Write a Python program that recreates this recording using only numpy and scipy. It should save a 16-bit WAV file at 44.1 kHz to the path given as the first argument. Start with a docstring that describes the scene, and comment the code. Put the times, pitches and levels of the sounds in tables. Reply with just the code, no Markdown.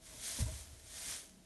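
"""Straw rustles, a dull thump booms, then the straw rustles again.
A horse lying in a wooden stall swings a foreleg through the straw, drops it, then slides its legs out.
Countless stalks scrape and snap under each move; the landing leg excites low modes of floor and stall,
and the hoof scuffs the boards. The shifting body rumbles; a faint low hum swells near the end."""
import sys
import numpy as np
from scipy import signal
from scipy.fft import rfft, irfft
from scipy.io import wavfile
from scipy.ndimage import uniform_filter1d

SR = 44100
rng = np.random.default_rng(int(sys.argv[2]) if len(sys.argv) > 2 else 0)


def file_out(sig):
    """Save sig as 16-bit WAV at sys.argv[1]."""
    # one column per channel
    cols = np.atleast_2d(sig).T
    # limit, then scale
    lim = np.clip(cols, -1, 1)
    pcm = np.round(lim * 32767).astype(np.int16)
    wavfile.write(sys.argv[1], SR, pcm)


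N = 63945
T = np.arange(N) / SR
FREQ_HZ = np.fft.rfftfreq(N, 1 / SR)
STRAW_WET_DB = -9.5
# push of the legs through the straw: t/s, level/dB
LEG_PUSH = [(0, -82), (.025, -63.5), (.06, -55), (.15, -54), (.2, -50.5), (.26, -40.5), (.3, -40.5),
            (.36, -43.5), (.408, -40.5), (.45, -50), (.6, -50.5), (.68, -60.5), (.76, -63), (.83, -60),
            (.95, -48), (1.03, -45.5), (1.11, -41), (1.17, -45), (1.245, -56), (1.31, -65), (1.385, -74),
            (1.45, -75)]


def straw(crack_db=-5, scrape_db=-2.5, clump_db=-0.04, swept_until_s=0.42, pressed_from_s=0.47):
    """Stalks crack and scrape on each other, as loud as the legs push."""
    # rustle spectrum: f/Hz, level/dB
    spectrum = [(70, -40), (170, -6), (300, -12), (520, -10.5), (660, -8.5), (790, -12), (1250, -12.5),
                (1550, -7.5), (2100, -5.5), (2780, -9), (3200, -3.5), (4800, -5), (6300, -1.4), (7700, -4),
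                (9100, -0.3), (10300, -4.5), (11800, -8)]
    # extra colour of a quick sweep: f/Hz, level/dB
    quick_tilt = [(300, 1.5), (1500, 1.5), (5000, 3.5), (8000, 2.5), (11500, 3.5)]
    rustle = bunches(amp(crack_db) * cracks() + amp(scrape_db) * noise())
    rustle *= amp(clump_db * drift(samples=300))
    slow = colour(rustle, spectrum)
    quick = colour(slow, quick_tilt)
    pressed = curve([(swept_until_s, 0), (pressed_from_s, 1)])
    rustle = (1 - pressed) * quick + pressed * slow
    return unit(rustle + amp(STRAW_WET_DB) * stall_reverb(rustle)) * amp(curve(LEG_PUSH))


def cracks(kinds=40, rate_per_s=3100, spread_db=3, decay_s=0.00055):
    """Stalks crack at random, each kind with its own brief splintering."""
    strength = amp(spread_db * np.minimum(rng.exponential(1, N), 4))
    impulses = strength * (rng.random(N) < rate_per_s / SR)
    kind = rng.integers(0, kinds, N)
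    t = T[T < .006]
    splinters = rng.standard_normal((kinds, len(t))) * np.exp(-t / decay_s)
    return unit(sum(signal.oaconvolve(impulses * (kind == k), splinters[k])[:N] for k in range(kinds)))


def bunches(x, depth_db=1):
    """Each bunch of stalks favours its own pitch for a few milliseconds."""
    frames = signal.stft(x, nperseg=256)[2]
    patches = uniform_filter1d(rng.standard_normal(frames.shape), size=6, axis=0)
    patches = uniform_filter1d(patches, size=3, axis=1)
    return unit(signal.istft(frames * amp(depth_db * unit(patches)))[1][:N])


def snaps(tick_hz=6000, tick_s=0.000041, splinter_s=0.0068, splinter_db=-17, highpass_hz=1500):
    """Single stalks break: a sharp tick, then short splintering."""
    # stalk breaks: t/s, level/dB
    breaks = [(0.024, -49), (.0363, -47), (0.376, -32), (0.4056, -33), (0.412, -28), (0.7973, -39),
              (1.2932, -39)]
    out = np.zeros(N)
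    for start_s, db in breaks:
        t = np.maximum(T - start_s, 0)
        tick = np.exp(-t / tick_s) * np.cos(2 * np.pi * tick_hz * t)
        splinter = amp(splinter_db) * np.exp(-t / splinter_s) * noise()
        out += (T >= start_s) * amp(db) * (tick + splinter)
    out = signal.sosfilt(signal.butter(2, highpass_hz, "high", fs=SR, output="sos"), out)
    return out + amp(STRAW_WET_DB) * stall_reverb(out)


def thumps(rise_cycles=1.1):
    """Cushioned blows swell into the low modes of floor and stall."""
    # legs landing and settling: t/s, level/dB, roll-off/(dB/octave)
    blows = [(0.142, -55, 5), (.389, -29, 1), (0.485, -42, 1.5), (.695, -49.5, 4.5), (.802, -49, 8.5),
             (1.074, -64.5, -2.5)]
    # floor and stall modes: f/Hz, gain/dB, t60/s, delay/s
    modes = [(44, -11, 0.32, 0.0064), (61.46, -1.5, 0.4, 0.0062), (75.34, -7, 0.7, 0.00796),
             (108.3, 4.5, 0.17, 0.028), (159.7, -16.5, 0.34, 0), (222.4, -10, 0.17, 0)]
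    lowest_hz = modes[0][0]
    out = np.zeros(N)
    for start_s, blow_db, rolloff in blows:
        for hz, mode_db, t60_s, delay_s in modes:
            t = np.maximum(T - start_s - delay_s, 0)
            rise = np.sin(np.pi / 2 * np.minimum(t * hz / rise_cycles, 1)) ** 2
            gain = amp(blow_db + mode_db - rolloff * np.log2(hz / lowest_hz))
            out += gain * rise * amp(-60 * t / t60_s) * np.sin(2 * np.pi * hz * t)
    return out


def scuffs():
    """The hoof rubs the boards under the bedding into a short hollow ring."""
    # hoof rubs: t/s, level/dB, rise/s, fade/s
    rubs = [(0.083, -56.5, 0.099, 0.25), (0.38, -51, 0.0082, 0.15), (.462, -53.5, 0.0053, 0.17)]
    # board resonances: f/Hz, width/Hz, level/dB
    boards = [(256, 136, 3), (497, 114, -3.5), (625, 52, 1.5), (947, 154, -2.5)]
    envelope = np.zeros(N)
    for start_s, db, rise_s, fade_s in rubs:
        t = np.maximum(T - start_s, 0)
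        envelope += np.minimum(t / rise_s, 1) * amp(db - 60 * (t / fade_s) ** 2)
    return envelope * unit(sum(amp(db) * ring(hz, width_hz) for hz, width_hz, db in boards))


def hollow(hz=643, width_hz=83, level_db=-71, follow=0.21):
    """The rustle wakes one hollow resonance."""
    push_db = curve(LEG_PUSH)
    return amp(level_db + follow * (push_db - push_db.max())) * ring(hz, width_hz)


def body_rumble():
    """The horse's shifting weight rumbles."""
    # rumble envelope: t/s, level/dB
    envelope = [(0, -73), (.05, -62), (.16, -57.5), (.21, -60), (.26, -60.5), (.36, -57), (.58, -59),
                (.73, -60.5), (.89, -76), (.97, -60), (1.04, -65), (1.11, -54.5), (1.22, -88), (1.45, -80)]
    # rumble spectrum: f/Hz, level/dB
    spectrum = [(20, -40), (42, -22), (62, -6), (110, -10.5), (160, -19), (260, -21), (400, -28),
                (1000, -28)]
    return amp(curve(envelope)) * colour(noise(), spectrum)


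def hum(hz=190, level_db=-59.5, peak_s=1.357, spread_s=0.066, waver=0.058, fuzz_db=-8.5):
    """A faint, wavering, slightly rough tone swells and fades."""
    cycles = np.cumsum(hz * (1 + waver * drift(samples=300))) / SR
    tone = np.sin(2 * np.pi * cycles) + amp(fuzz_db) * ring(hz, width_hz=130)
    return amp(level_db) * np.exp(-((T - peak_s) / spread_s) ** 2) * tone


def stall_reverb(x, echoes_per_s=2000, gap_s=.003):
    """Sparse reflections form a short tail; the bass dies first."""
    # stall decay: f/Hz, t60/s
    decay = [(100, 0.29), (1000, 0.42), (10000, 0.42)]
    echoes = noise() * (rng.random(N) < echoes_per_s / SR) * (T > gap_s)
    hz, t, frames = signal.stft(echoes, SR, nperseg=256)
    tail = signal.istft(frames * amp(-60 * t / at_hz(decay, hz)[:, None]), SR)[1]
    return signal.fftconvolve(x, tail / np.linalg.norm(tail))[:N]


def air(level_db=-63.5):
    """Steady background noise of the stall."""
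    # background spectrum: f/Hz, level/dB
    spectrum = [(20, -32), (37, 6.5), (55, 2), (100, -8), (160, -9), (280, -7.5), (450, -12), (640, -17.5),
                (900, -19), (2000, -23), (6000, -22), (12000, -24.5)]
    return amp(level_db) * colour(noise(), spectrum)


def amp(db):
    """Decibels to gain."""
    return 10 ** (np.asarray(db) / 20)


def unit(x):
    """Scale to rms 1."""
    return x / np.sqrt(np.mean(x ** 2) + 1e-20)


def curve(points):
    """Time table, interpolated per sample."""
    return np.interp(T, *np.transpose(points))


def at_hz(points, hz):
    """Frequency table, interpolated on a log axis."""
    table_hz, value = np.transpose(points)
    return np.interp(np.log(hz + 1), np.log(table_hz), value)


def colour(x, spectrum):
    """Filter by a spectrum table; rms 1."""
    return unit(irfft(rfft(x) * amp(at_hz(spectrum, FREQ_HZ)), N))


def noise():
    """White noise."""
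    return rng.standard_normal(N)


def ring(hz, width_hz):
    """Noise in one steep resonance; rms 1."""
    return unit(irfft(rfft(noise()) / (1 + ((FREQ_HZ - hz) / (.5 * width_hz)) ** 2), N))


def drift(samples):
    """Smoothed random wander; rms 1."""
    return unit(uniform_filter1d(uniform_filter1d(noise(), samples), samples))


def scene():
    """All sources, alike in both channels."""
    mono = straw() + snaps() + thumps() + scuffs() + hollow() + body_rumble() + hum() + air()
    return np.array([mono, mono])


def record(dry):
    """Steep low-pass at 12 kHz."""
    lowpass = signal.firwin(511, 12000, window=("kaiser", 9), fs=SR)
    return signal.oaconvolve(dry, lowpass[None], "same")


dry = scene()
out = record(dry)
file_out(out)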